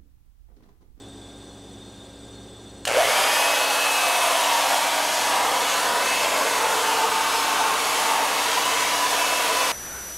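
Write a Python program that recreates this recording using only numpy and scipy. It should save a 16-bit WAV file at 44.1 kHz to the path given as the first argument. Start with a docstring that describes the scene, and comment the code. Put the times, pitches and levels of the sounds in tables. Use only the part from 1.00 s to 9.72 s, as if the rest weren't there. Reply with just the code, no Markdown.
"""Drying a wet dog on the kitchen counter

A hair dryer, 0.3 to 0.6 m from the microphone: its switch snaps, the motor buzzes at twice the mains
rate and spins up to a fan whine. Air rushes from the barrel and hoots at the nozzle as it sweeps the dog.
Behind it the kitchen hums and sings faintly, sinking under the camera's gain control as the roar swells."""
import sys
import numpy as np
from scipy import signal
from scipy.fft import rfft, irfft, next_fast_len
from scipy.io import wavfile
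from scipy.ndimage import uniform_filter1d, map_coordinates

SR = 44100
rng = np.random.default_rng(int(sys.argv[2]) if len(sys.argv) > 2 else 0)


def transcribe(u):
    """Save the signal u as a 16-bit wav file named by the first command-line argument.

    u: samples, shape (n,) or (channels, n), limited to [-1, 1]; the rate is SR.
    q: integer samples, one column per channel.
    """
    v = np.clip(np.atleast_2d(u).T, -1, 1)
    q = np.round(v * 32767).astype(np.int16)
    wavfile.write(sys.argv[1], SR, q)


N = 384507

POWER_S, TOP_SPEED_HZ = 1.8704, 291.33  # current reaches the motor; full shaft speed
# the dryer is held upright near the microphone, then levelled and drawn back:
# (time [s], distance [m], aim [0 upright, 1 level])
HAND = [(1.9, 0.48, 0.15), (2.4, 0.34, 0), (2.8, 0.39, 0.07), (3.3, 0.32, .02), (3.75, 0.29, 0),
        (4.1, 0.47, 0.05), (5.0, 0.52, 0.48), (5.5, 0.54, 0.8), (6.3, 0.54, 0.93), (7.3, 0.54, 0.8),
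        (7.8, 0.58, 0.65), (8.72, 0.5, 0.5)]
# lobes of the fan's whine swing past the microphone:
# (time [s], length [s], blade tone gain [dB], sideband gain [dB], octave gain [dB])
LOBES = [(2.45, 0.52, 9, 4, 4), (2.97, 0.52, 14.5, 8.5, -12), (3.55, 0.13, 6.5, -6, -2),
         (4.2, .25, -7, 11, 1), (4.7, .18, -2, 12, -1), (5.12, .24, 11, 11, -4), (6.37, 0.13, 2, -5, 9),
         (7.72, 0.28, 5, 11, 0), (8.28, 0.23, 11, 6, 3), (8.61, .1, 9, 2, 0)]


def amp(db):
    """Decibels to gain."""
    return 10 ** (np.asarray(db) / 20)


def unit(x):
    """x at rms 1."""
    return x / np.sqrt(np.mean(x ** 2) + 1e-20)


def seconds():
    """The time of every sample."""
    return np.arange(N) / SR


def ramp(start, length):
    """0 before the start, 1 once the length has passed."""
    return np.clip((seconds() - start) / length, 0, 1)


def curves(rows):
    """One value per sample for each column after the time."""
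    times, *columns = np.transpose(rows)
    return [np.interp(seconds(), times, column) for column in columns]


def swells(rows):
    """A bell of the given length at half height for each event; one sum per gain column."""
    times, lengths, *gains = np.transpose(rows)
    bells = 0.5 ** ((2 * (seconds() - times[:, None]) / lengths[:, None]) ** 2)
    return np.array(gains) @ bells


def wobble(rate):
    """A smooth random curve, rate knots a second."""
    knots = rng.standard_normal(int(N * rate / SR) + 4)
    grid = np.arange(0, len(knots) - 1, 1 / 16)
    return np.interp(seconds() * rate, grid, map_coordinates(knots, [grid]))


def lagged(x, lag_s):
    """x followed with a time constant."""
    keep = np.exp(-1 / (lag_s * SR))
    return signal.lfilter([1 - keep], [1, -keep], x)


def filtered(x, response):
    """x through a gain that depends on frequency."""
    size = next_fast_len(N + 8192)
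    return irfft(rfft(x, size) * response(np.fft.rfftfreq(size, 1 / SR)), size)[..., :N]


def noise(spectrum):
    """Noise of rms 1 coloured by (frequency [Hz], density [dB]) points."""
    hz, db = np.transpose(spectrum)
    colour = lambda f: amp(np.interp(np.log(f + 1), np.log(hz), db))
    return unit(filtered(rng.standard_normal(N), colour))


def phase(hz):
    """Running angle of a gliding frequency."""
    return 2 * np.pi * np.cumsum(hz) / SR


def kitchen(hum_db=1.2, singing_db=0.7, room_db=-46.5):
    """The room tone: appliance hum, a wavering high singing and soft noise."""
    hum_tones = [(59.2, -55.5), (107.7, -53.5), (215.3, -57.5), (279.9, -52.5), (387.6, -58), (538.3, -65),
                 (699.8, -68), (769.8, -66), (818.3, -66.5), (1588, -67)]  # appliances: (frequency [Hz], relative level [dB])
    peaks = [(3466, 56, -57), (3660, 59, -56.5), (4260, 25, -65.5), (4740, 200, -70), (4974, 30, -73),
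             (5940, 85, -63.5), (7068, 50, -67), (8010, 79, -62.5), (8100, 140, -61.5), (9200, 100, -83),
             (10430, 150, -77)]  # high singing: (frequency [Hz], width [Hz], relative level [dB])
    room_colour = [(15, -12), (50, -13), (100, -2.5), (150, -11.5), (190, 2), (245, -8), (350, -2),
                   (470, -4.5), (600, -8), (1400, -18.5), (2400, -24), (3500, -19), (5500, -26),
                   (8200, -26.5), (11500, -37.5), (15700, -42)]  # noise floor: (frequency [Hz], density [dB])
    hum = np.zeros(N)
    for hz, db in hum_tones:
        gain = np.sqrt(2) * amp(db + 1.4 * wobble(4))
        hum += gain * np.sin(2 * np.pi * (hz * seconds() + rng.uniform()))
    resonances = lambda f: np.sqrt(sum(amp(2 * db) / width / (1 + (2 * (f - hz) / width) ** 2) ** 2
                                       for hz, width, db in peaks))
    singing = np.sqrt(2 * SR / np.pi) * filtered(rng.standard_normal(N), resonances)
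    return amp(hum_db) * hum + amp(singing_db) * singing + amp(room_db) * noise(room_colour)


def switch(t60=0.0058, room_db=-19, room_t60=0.18, ring_hz=2950, ring_t60=0.0065):
    """Plastic snaps that ring the rocker, each with a short answer from the kitchen."""
    contacts = [(1.8526, -13.5), (1.875, -15.5), (1.8778, -15), (1.8825, -28)]  # snaps: (time [s], relative level [dB])
    snap_colour = [(200, -25), (900, -7), (1700, -2), (2200, -13), (2900, 5), (3700, -5), (5000, -7),
                   (6500, -6), (8000, -6), (12000, -15), (16000, -25)]  # struck plastic: (frequency [Hz], density [dB])
    out = np.zeros(N)
    for start, db in contacts:
        t = np.maximum(seconds() - start, 0)
        attack = 1 - np.exp(-t / 0.00053)
        decay = amp(-60 * t / t60) + amp(room_db - 60 * t / room_t60)
        ring = amp(-60 * t / ring_t60) * np.sin(2 * np.pi * ring_hz * t)
        out += amp(db) * (amp(4) * attack * decay * noise(snap_colour) + ring)
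    return out


def starting_buzz(level_db=-22, mains_hz=60, rise_s=0.045, hold_s=0.34, fall_db_per_s=60):
    """Each half wave of the mains jolts the housing; the buzz fades after a short hold."""
    housing_colour = [(150, -41), (380, -15), (560, 7), (750, 0), (1000, -7), (1600, -2), (1900, -11),
                      (2150, -2.5), (2700, -7), (3600, -17), (8000, -17), (16000, -46)]  # jolted shell: (frequency [Hz], density [dB])
    t = seconds() - POWER_S
    since_jolt = t % (0.5 / mains_hz)
    jolts = unit(np.exp(-since_jolt / 0.0029) * (1 - np.exp(-since_jolt / 0.0021)))
    rise_db = -6 * (1 - ramp(POWER_S, rise_s))
    fall_db = fall_db_per_s * np.maximum(t - hold_s, 0)
    return (t > 0) * amp(level_db + rise_db - fall_db) * jolts * noise(housing_colour)


def shaft_speed(start_s=1.8404, spin_up_s=0.13475, creep_hz=5.75, creep_s=3.42):
    """Turns per second: the motor spins up from rest, then creeps a little faster as it warms."""
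    t = np.maximum(seconds() - start_s, 0)
    spin_up = TOP_SPEED_HZ * (1 - np.exp(-t / spin_up_s))
    return np.maximum(spin_up - creep_hz * np.exp(-t / creep_s), 1)


def whoop(speed, per_turn=3.12, resonance_hz=600, width_hz=85, level_db=-17, jitter=0.056):
    """A short, rough rising tone as the rotor's vibration sweeps through the housing's resonance."""
    hz = per_turn * speed
    response = 1 / (1 + ((hz - resonance_hz) / width_hz) ** 4)
    rough_gain = np.sqrt(2) * amp(level_db + wobble(120))
    return response * rough_gain * np.sin(phase(hz * (1 + jitter * wobble(200))))


def blown(flow, level_db, power, turned_db, turn_s=3.4, turn_length_s=0.76):
    """Gain of an air sound: a power of the flow, changed once the nozzle has turned onto the dog."""
    return flow ** power * amp(level_db + turned_db * ramp(turn_s, turn_length_s))


def fan(speed, flow, flutter_db=0.75, drift_db=1.0):
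    """Nine blades on an unbalanced shaft; turbulence flutters each tone, and the high ones are beamed."""
    orders = [1, 9, 10, 18]  # imbalance, blade tone, upper sideband, octave: [cycles per turn]
    laws = [(-34, 9.1, 0.5), (-29, 0.37, 0), (-34, 3, -2.5), (-33, 1.5, -1)]  # each tone's strength: (level [dB], power of the flow, change on turning [dB])
    angle = phase(speed * (1 + 0.0011 * wobble(30) + 0.000592 * wobble(2)))
    tones = []
    for order, law, beam_db in zip(orders, laws, [0, *swells(LOBES)]):
        waver = amp(beam_db + flutter_db * wobble(22) + drift_db * wobble(3.9))
        tones.append(blown(flow, *law) * waver * np.sin(order * angle))
    tones[1] *= amp(np.interp(speed, [240, 284], [3, 0]))  # stronger while straining against slow air
    bite = np.minimum(speed / 200, 1) ** 4  # slow blades hardly sound
    return np.sqrt(2) * bite * sum(tones)


def hoot(flow, sweep_db, width_hz=17):
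    """The jet rings a narrow hoot that rises with the flow and wanders between about 840 and 1000 Hz."""
    pitches = [(2.7, 840), (3.1, 940), (3.85, 942), (4.45, 996), (4.95, 986), (5.2, 897), (7.38, 901),
               (7.55, 988), (8.72, 1003)]  # nozzle resonance: (time [s], pitch at full speed [Hz])
    angle = phase(flow * curves(pitches)[0])
    turbulence = filtered(rng.standard_normal((2, N)), lambda f: 1 / (1 + (f / width_hz) ** 2))
    tone = unit(turbulence[0] * np.cos(angle) + turbulence[1] * np.sin(angle))
    return blown(flow, level_db=-23.5, power=3.7, turned_db=1) * amp(sweep_db) * tone


def patchy(x, depth_db):
    """The colour shifts in soft patches, several hundred Hz wide and a few tenths of a second long."""
    spectra = signal.stft(x, nperseg=512)[2]
    patches = rng.standard_normal(spectra.shape)
    for _ in range(2):
        patches = uniform_filter1d(uniform_filter1d(patches, size=7, axis=0), size=36, axis=1)
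    return signal.istft(spectra * amp(depth_db * unit(patches)), nperseg=512)[1][:N]


def reflected(x, share, sway_ms):
    """Counter and cupboards send the microphone copies whose delays drift as the hand moves."""
    paths_ms = [.9, 2.3, 3.7, 6.1]  # reflections: extra travel time [ms]
    n = np.arange(N)
    copies = [np.interp(n - (ms + sway_ms * wobble(1.5)) * SR / 1000, n, x) for ms in paths_ms]
    return (x + share * sum(copies)) / np.sqrt(1 + len(copies) * share ** 2)


def air(flow, sweep_db, fur_share=0.73, dip_share=0.29, swish_share=0.73):
    """The stream roars, rushes, hisses and ruffles the fur; the treble dips as sweeps swell the roar."""
    # colours of the stream, all (frequency [Hz], density [dB])
    upright_colour = [(200, -63), (390, -11.5), (460, -10.5), (520, -3.5), (620, 1.5), (730, 3),
                      (800, -1.5), (960, 2), (1080, -2.5), (1180, 0.5), (1350, -13), (1800, -10.5),
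                      (3000, -46)]  # barrel held upright
    aimed_colour = [(200, -41), (380, -16), (440, 0.5), (500, -4.5), (570, -5), (630, -1), (730, 1),
                    (810, -3), (960, 2.5), (1200, 0), (1310, -5.5), (1420, -3.5), (1800, -13.5),
                    (3000, -35)]  # barrel levelled at the dog
    fur_colour = [(30, -20), (120, -13.5), (200, -1), (330, 3), (420, 0.5), (700, -28), (1500, -70)]  # jet on the coat
    rush_colour = [(700, -50), (1300, 0), (1600, 0), (1900, -1), (2250, 1), (2480, -2), (2850, 0),
                   (3300, 0), (3700, -2.5), (4400, -5.5), (5200, -13.5), (8000, -61)]  # grille
    hiss_colour = [(3000, -48), (4400, -2.5), (5000, -3.5), (5700, -1), (6600, -1.5), (7400, -3.5),
                   (8200, -5), (9500, -19.5), (13000, -45)]  # treble
    fizz_colour = [(6000, -40), (7800, -3.5), (9000, 1), (11000, -.5), (12200, -3.5), (13300, -5.5),
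                   (15100, -14.5), (15700, -13)]  # top octave
    swish_colour = [(4500, -38), (5900, -5), (6500, 0), (7100, -7), (9000, -40)]  # edge of the intake
    aim = np.clip(curves(HAND)[1], 0, 1)
    barrel = np.sqrt(1 - aim) * noise(upright_colour) + np.sqrt(aim) * noise(aimed_colour)
    fur = blown(flow, level_db=-38, power=2.1, turned_db=5) * noise(fur_colour)
    fur *= amp(fur_share * sweep_db)
    roar = blown(flow, level_db=-12, power=2.6, turned_db=-2) * barrel
    roar *= amp(sweep_db + 0.35 * wobble(25))
    rush = blown(flow, level_db=-14, power=2.3, turned_db=0.28) * noise(rush_colour)
    hiss = blown(flow, level_db=-19, power=2.7, turned_db=0.8) * noise(hiss_colour)
    fizz = blown(flow, level_db=-20, power=2.1, turned_db=-0.55) * noise(fizz_colour)
    swish = blown(flow, level_db=-39, power=2, turned_db=6) * noise(swish_colour)
    swish *= amp(swish_share * swells(LOBES)[1])  # swells with the fan's sideband
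    flicker = amp(0.37 * wobble(30))
    treble = amp(-dip_share * sweep_db) * (rush + flicker * (hiss + fizz + swish))
    return fur + reflected(roar + patchy(treble, depth_db=0.67), share=0.17, sway_ms=0.302)


def scene(closest_m=0.29):
    """Motor speed drives the dryer, louder when nearer the microphone; both channels are alike."""
    # the jet sweeps across the dog: (time [s], length [s], roar gain [dB], hoot gain [dB])
    sweeps = [(3.75, 0.65, 0.5, 5.5), (4.47, 0.32, 4.5, -1), (4.92, 0.22, 5, -1.5), (5.36, 0.26, 4, 1),
              (5.67, 0.26, 3.5, 6), (6.04, 0.45, 3.5, 9.5), (6.62, 0.24, 4, 9), (7.17, 0.27, 3, 7.5),
              (7.62, 0.15, 1.5, 2.5), (8.08, 0.75, 0, 6), (8.55, .16, 0.5, 3)]
    roar_db, hoot_db = swells(sweeps)
    speed = shaft_speed()
    flow = speed / TOP_SPEED_HZ
    nearness = closest_m / curves(HAND)[0]
    blowing = nearness * (air(flow, roar_db) + hoot(flow, hoot_db) + fan(speed, flow))
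    dryer = ramp(POWER_S, 0.022) * (blowing + whoop(speed)) + starting_buzz() + switch()
    mono = dryer + kitchen()
    return np.array([mono, mono])


def record(dry, threshold_db=-24, slope=0.77, sense_s=0.0051, glide_s=0.12, top_hz=15750):
    """The camera turns its gain down under loud sound and keeps nothing above its band limit."""
    level_db = 10 * np.log10(lagged(dry[0] ** 2, sense_s) + 1e-12)
    cut_db = lagged(slope * np.maximum(level_db - threshold_db, 0), glide_s)
    return filtered(dry * amp(-cut_db), lambda hz: hz < top_hz)


dry = scene()
out = record(dry)
transcribe(out)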